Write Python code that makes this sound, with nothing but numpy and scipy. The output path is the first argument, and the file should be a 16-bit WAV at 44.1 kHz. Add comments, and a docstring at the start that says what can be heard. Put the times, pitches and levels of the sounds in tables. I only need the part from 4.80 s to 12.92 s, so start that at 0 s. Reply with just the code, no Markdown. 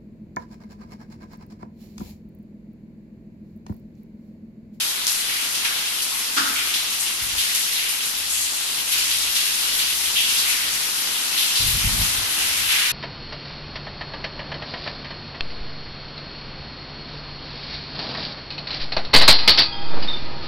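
"""A bare concrete stairwell, heard on a hand-held stereo microphone with two spaced ports.
From the start rainwater pours through the ceiling: drops patter, spray and churn the puddles, gushes
slap down, and the building drones faintly behind. At 0.3 s the first big drops crack close by.
At 1.6 s one hollow thump rings through the stairs. From about 4 s the water runs harder.
Air buffets the microphone as it swings round, lightly at 2.4 s and most strongly around 7 s."""
import sys
import numpy as np
from scipy import signal
from scipy.fft import rfft, irfft
from scipy.io import wavfile
from scipy.ndimage import map_coordinates

SR = 44100
rng = np.random.default_rng(int(sys.argv[2]) if len(sys.argv) > 2 else 0)


def to_wav(sig):
    """Store sig (one row per channel, or 1-D mono) as 16-bit WAV at the path in sys.argv[1].

    Samples outside -1..1 are clipped; the rate is SR.
    """
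    pcm = np.clip(np.atleast_2d(sig), -1, 1) * 32767
    pcm = np.round(pcm).astype(np.int16)
    wavfile.write(sys.argv[1], SR, pcm.T)  # frames by channels


N = 358019
TIME = np.arange(N) / SR
FREQ = np.maximum(np.arange(N // 2 + 1) * SR / N, 1)

# how hard the water runs, heard as its patter: (time [s], level [dB])
WATER_FLOW = [(0, -29.5), (.6, -28), (1.4, -28.5), (1.8, -28), (2.4, -28.5), (2.8, -27), (3.45, -29),
              (4.05, -28.5), (4.32, -25), (5.6, -26), (6.3, -27), (6.9, -24.5), (7.45, -27), (8.12, -26)]
# water falling into the puddles: (time [s], level [dB])
PUDDLE_LEVEL = [(0, -35.5), (1.4, -37.5), (2.4, -37), (3.5, -37.5), (5.5, -35), (7.5, -33), (8.12, -36.5)]
# drops on concrete: (frequency [Hz], relative level [dB])
PATTER_SPECTRUM = [(500, -34), (1200, -22), (2000, -8), (2700, -2), (3300, 1), (4800, -4.5), (6500, -11),
                   (9000, -14), (13000, -48)]
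# fine spray: (frequency [Hz], relative level [dB])
SPRAY_SPECTRUM = [(2000, -52), (4000, 2), (6000, 2), (8000, -0.5), (10000, 4), (11500, 4.5), (12400, 2.5),
                  (13200, -5)]
# churned puddles: (frequency [Hz], relative level [dB])
PUDDLE_SPECTRUM = [(100, -19.5), (220, -4.5), (400, -3.5), (580, -6), (750, -1), (950, 1), (1400, 1),
                   (2000, -2.5), (3200, -14)]
# gushes that slap down and throw up spray:
# (time [s], slap level [dB], centre [Hz], width [octaves], fall time [s], spray level [dB])
GUSH_SLAPS = [(0, -22.5, 3180, 0.67, 0.1, -21), (.268, -19.5, 5200, 1, 0.09, -22),
              (.48, -25, 2630, 0.65, .14, -32), (.743, -25, 3430, 0.73, 0.064, -34),
              (.845, -17.5, 2590, 1, 0.049, -27), (1.217, -33, 3500, 1, 0.065, -22.5),
              (1.318, -34, 1040, 0.21, 0.037, -40), (1.75, -23, 2630, 0.55, 0.15, -45),
              (1.936, -18.5, 3520, 0.47, 0.057, -23), (2.193, -21, 8500, .6, 0.071, -27),
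              (2.57, -21.5, 3340, .7, 0.17, -23), (2.745, -24, 4200, 1.3, 0.048, -19),
              (2.921, -32, 2100, 0.2, .05, -23.5), (2.975, -23.5, 2580, 0.51, 0.097, -39),
              (3.085, -22, 10700, .3, 0.054, -26), (3.489, -22.5, 7400, 0.42, 0.24, -25),
              (4.114, -20, 3140, .7, .11, -22), (4.179, -23, 4500, .8, 0.042, -21),
              (4.305, -21, 4000, 0.53, .05, -26), (4.55, -18.5, 3260, 0.67, 0.073, -22),
              (4.925, -25, 10500, .4, 0.17, -26), (4.985, -19, 3560, 0.61, .1, -32),
              (5.352, -16.5, 3110, .3, 0.14, -29), (5.48, -23, 3830, 1.3, 0.2, -23.5),
              (5.58, -20, 4200, .5, 0.046, -22), (5.675, -21.5, 2230, 0.4, 0.094, -22),
              (6.573, -18, 3340, 0.46, .1, -31), (6.749, -17, 3850, 0.54, 0.12, -27),
              (6.868, -20.5, 11100, 0.23, 0.083, -35), (7.195, -24, 2950, 0.81, 0.22, -23),
              (7.575, -23, 2720, 0.73, 0.36, -26), (7.882, -16.5, 2660, 0.78, 0.26, -36)]
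# low resonances of the building: (frequency [Hz], width [Hz], level [dB])
BUILDING_MODES = [(82.3, 3.5, -69), (136, 36, -65.5), (212.5, 28, -64.5), (100, 120, -62)]
# swells of the building's hum: (time [s], level [dB], hold [s])
HUM_RISES = [(1.55, -56, 0.32), (3.298, -53.5, 0.32), (4.15, -52.5, .35), (4.745, -55.5, 1.26)]
# single drops close to the microphone: (time [s], level [dB], centre [Hz])
CLOSE_DROPS = [(0.2685, -7, 6200), (0.2789, -10, 5500), (.2826, -17, 5000), (0.856, -18, 3500),
               (5.5847, -17, 5040)]
# what rings in the thump: (frequency [Hz], width [Hz], relative level [dB])
HOLLOW_MODES = [(140, 38, -20), (295, 130, -5), (860, 410, -12), (1340, 270, 2.5), (1560, 520, -3.5),
                (3770, 4300, -3)]
# eddies that push on the microphone: (time [s], level [dB], hold [s], fall time [s])
EDDIES = [(2.41, -45, 0.17, .03), (6.793, -31, .22, 0.046), (7.03, -27.5, 0.13, 0.15), (7.6, -47, .3, .2)]
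# their rumble: (frequency [Hz], relative level [dB])
EDDY_SPECTRUM = [(15, -17), (35, 0.5), (60, 2), (110, -0.5), (170, -10), (240, -11), (400, -44), (800, -60)]
# balance of the microphone's ports: (frequency [Hz], left minus right [dB])
PORT_BALANCE = [(100, 0), (1000, 0.2), (2000, -0.2), (4000, 1.5), (5600, 1), (8000, 2), (10000, 9),
                (13000, 4)]

GUSH_RISE_SHARE = 0.051  # of its fall time: long gushes also build up slowly


def undb(db):
    """Decibels to gain."""
    return 10 ** (np.asarray(db) / 20)


def unit(x):
    """Scale to rms 1."""
    return x / np.sqrt(np.mean(x ** 2))


def bins(size):
    """Frequencies of a spectrum of this many samples."""
    return np.maximum(np.arange(size // 2 + 1) * SR / size, 1)


def curve(rows):
    """Gain over time from (time [s], level [dB]) points."""
    return undb(np.interp(TIME, *np.transpose(rows)))


def colour(points):
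    """Gain over frequency from (frequency [Hz], level [dB]) points."""
    hz, db = np.transpose(points)
    return undb(np.interp(np.log(FREQ), np.log(hz), db))


def resonance(hz, width, freq=FREQ):
    """Complex response of one damped mode."""
    return 1 / (1 + 1j * (freq ** 2 - hz ** 2) / (freq * width))


def shape(x, response):
    """Filter by a frequency response; rms 1."""
    return unit(irfft(rfft(x) * response, x.shape[-1]))


def swell(s, rise_s, hold_s, fall_s, size=N):
    """Attack, hold and exponential release, starting at time s."""
    age = np.maximum(TIME[:size] - s, 0)
    return (1 - np.exp(-age / rise_s)) * np.exp(-np.maximum(age - hold_s, 0) / fall_s)


def wander(per_s):
    """Smooth random motion with a spread of about 1."""
    knots = rng.standard_normal(400)
    return map_coordinates(knots, [TIME * per_s], order=2, mode="mirror")


def fading(x, fall_s):
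    """Each input lingers and dies away exponentially; the mean is kept."""
    keep = np.exp(-1 / (fall_s * SR))
    return signal.lfilter([1 - keep], [1, -keep], x - x.mean()) + x.mean()


def add(out, s, x):
    """Mix a sound in at time s."""
    start = int(s * SR)
    out[:, start:start + x.shape[1]] += x[:, :N - start]


def two_ports(x, spacing_s=.0006):
    """Sound from all round reaches two spaced ports: long waves alike, short ones unrelated."""
    freq = bins(x.shape[1])
    alike = np.cos(2 * np.pi * freq * spacing_s) / (1 + (freq / 500) ** 1.5)
    mid, side = irfft(rfft(x) * np.sqrt([1 + alike, 1 - alike]), x.shape[1])
    return np.array([mid + side, mid - side])


def diffuse_noise(size=N):
    """White noise arriving at the microphone from all round."""
    return two_ports(rng.standard_normal((2, size)))


def stairwell(x, wet_db, t60_s=0.9, treble_t60_s=0.28, split_hz=2500):
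    """Direct sound plus the dense echo of concrete walls, whose treble dies first."""
    t = TIME[:SR]
    noise = diffuse_noise(SR)
    low = signal.sosfilt(signal.butter(2, split_hz, fs=SR, output="sos"), noise)
    high = signal.sosfilt(signal.butter(2, split_hz, "high", fs=SR, output="sos"), noise)
    tail = low * 1000 ** (-t / t60_s) + high * 1000 ** (-t / treble_t60_s)
    tail = unit(tail * np.minimum(t / 0.0043, 1)) / np.sqrt(SR)
    mono = x.sum(axis=0, keepdims=True) / np.sqrt(2)
    echo = signal.fftconvolve(mono, tail, axes=1)[:, :N]
    return (x + undb(wet_db) * echo) / np.hypot(1, undb(wet_db))


def impacts(per_s, spread_db, size=N):
    """Random drop impacts at each port: many small, a few large."""
    hit = rng.random((2, size)) < per_s / SR
    strength = undb(spread_db * np.minimum(rng.exponential(size=(2, size)), 6))
    return unit(hit * strength * rng.choice([-1, 1], (2, size)))


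def shower(per_s, spread_db, wet_db, clumping, clumps_per_s=30, clump_s=0.014, echo_s=0.17):
    """Impacts that bunch into small splashes; each lands elsewhere, so their echoes merge into a hiss."""
    splashes = rng.random(N) < clumps_per_s / SR
    clumps = fading(splashes * SR / clumps_per_s, clump_s)
    hits = impacts(per_s, spread_db) * np.sqrt(1 + clumping * np.maximum(clumps, 0))
    echo_power = np.maximum(fading(hits ** 2, echo_s), 0)
    echo = rng.standard_normal((2, N)) * np.sqrt(echo_power)
    return hits + undb(wet_db) * echo


def spatter(drops, points, flicker_db, flicker_hz):
    """Colour a shower; the stream breaks up unevenly, so each drop size flickers by itself."""
    spectrum = rfft(drops) * colour(points)
    out = 0
    for octave in np.arange(9, 14.5, .5):  # half-octave bands from 512 Hz up
        band = np.maximum(1 - 2 * np.abs(np.log2(FREQ) - octave), 0)
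        out = out + irfft(spectrum * band, N) * undb(flicker_db * wander(flicker_hz))
    return unit(out)


def patter():
    """Countless drops strike the wet concrete around the microphone."""
    drops = shower(per_s=1900, spread_db=1.5, wet_db=-1, clumping=0.067)
    return spatter(stairwell(drops, wet_db=0.5), PATTER_SPECTRUM, flicker_db=2.0, flicker_hz=21.5)


def bubbles(low_hz=2500, high_hz=6500, decay_cycles=16, glide=0.0367, count=1400):
    """Tiny pockets of trapped air ring for a few milliseconds, rising in pitch as they surface."""
    out, t = np.zeros((2, N)), TIME[:1536]
    for when, pitch, loud, side in rng.random((count, 4)):
        cycles = low_hz * (high_hz / low_hz) ** pitch * t
        age = cycles / decay_cycles
        rise = 1 + glide * np.minimum(age, 6) / 2
        ring = np.sin(2 * np.pi * cycles * rise) * np.exp(-age)
        pan = np.sqrt([[side], [1 - side]])
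        add(out, when * N / SR, pan * ring * undb(np.log(loud + 0.007)))
    return unit(stairwell(out, wet_db=0))


def spray(flow, above_flow_db=1.67):
    """Drops burst into a fine hiss that follows the flow; every gush throws up more."""
    droplets = shower(per_s=6000, spread_db=0.5, wet_db=0.5, clumping=0.34)
    hiss = spatter(droplets, SPRAY_SPECTRUM, flicker_db=1.3, flicker_hz=18)
    power = (undb(above_flow_db) * flow) ** 2
    for s, _, _, _, fall_s, spray_db in GUSH_SLAPS:
        power += (undb(spray_db) * swell(s, GUSH_RISE_SHARE * fall_s, 0, fall_s)) ** 2
    return hiss * np.sqrt(power)


def puddles():
    """Falling water churns the puddles, lower in pitch than the patter."""
    drops = shower(per_s=1200, spread_db=3.5, wet_db=2.5, clumping=0.35)
    return shape(two_ports(drops), colour(PUDDLE_SPECTRUM)) * curve(PUDDLE_LEVEL)


def gushes(size=24576):
    """A slug of water lands as a quickly fading burst of impacts."""
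    out = np.zeros((2, N))
    for s, db, hz, octaves, fall_s, _ in GUSH_SLAPS:
        band = 1 / (1 + (np.log2(bins(size) / hz) / octaves) ** 2 / 2) ** 2
        slap = shape(impacts(per_s=3500, spread_db=2, size=size), band)
        add(out, s, undb(db) * slap * swell(0, GUSH_RISE_SHARE * fall_s, 0, fall_s, size))
    return stairwell(out, wet_db=-3.5)


def drone(hum_hz=66.4, waver_hz=0.58, rest_db=-65):
    """In the background the building's low resonances murmur around a hum that swells now and then."""
    noise = diffuse_noise()
    murmur = sum(undb(db) * shape(noise, resonance(hz, width) ** 2) for hz, width, db in BUILDING_MODES)
    swells = sum(undb(db) * swell(s, .07, hold_s, fall_s=0.062) for s, db, hold_s in HUM_RISES)
    pitch_hz = hum_hz + waver_hz * wander(per_s=3.2)
    hum = np.sqrt(2) * np.sin(2 * np.pi * np.cumsum(pitch_hz) / SR)
    return murmur + hum * np.hypot(undb(rest_db), swells)


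def close_drops(fall_s=.0012, size=512):
    """Big drops burst in about a millisecond, so near the microphone that they are almost dry."""
    out = np.zeros((2, N))
    burst = np.exp(-TIME[:size] / fall_s)
    for s, db, hz in CLOSE_DROPS:
        snaps = rng.choice([-1., 1.], (2, size))  # one drop's spray: a run of equally strong snaps
        crack = shape(snaps, resonance(hz, hz, bins(size)))
        add(out, s, undb(db) * crack * burst)
    return stairwell(out, wet_db=-18)


def thump(at_s=1.564, level_db=-16.5):
    """A soft, wet blow on something hollow; the stairwell holds its ring."""
    body = sum(undb(db) * np.abs(resonance(hz, width)) ** 2 for hz, width, db in HOLLOW_MODES)
    ring = shape(diffuse_noise(), body)
    blow = swell(at_s, rise_s=0.0082, hold_s=0, fall_s=0.052)
    return stairwell(undb(level_db) * ring * blow / blow.max(), wet_db=-4.5)


def buffet(rise_s=0.0085, flutter_db=2.2):
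    """Eddies rumble and flutter right on the moving microphone."""
    push = sum(undb(db) * swell(s, rise_s, hold_s, fall_s) for s, db, hold_s, fall_s in EDDIES)
    flutter = undb(flutter_db * wander(per_s=26))
    return shape(diffuse_noise(), colour(EDDY_SPECTRUM)) * push * flutter


def scene():
    """All that reaches the microphone in the stairwell."""
    flow = curve(WATER_FLOW)
    leak = (patter() + undb(-8.5) * bubbles()) * flow + spray(flow) + puddles()
    return leak + gushes() + drone() + close_drops() + thump() + buffet()


def record(dry, top_hz=13150):
    """The microphone's right port is duller than its left; the top is cut steeply."""
    lean = colour(PORT_BALANCE)
    ports = np.array([lean, np.ones_like(lean)]) / np.sqrt((1 + lean ** 2) / 2)
    top_cut = signal.ellip(12, .2, 90, top_hz, fs=SR, output="sos")
    return signal.sosfilt(top_cut, irfft(rfft(dry) * ports, N))


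dry = scene()
out = record(dry)
to_wav(out)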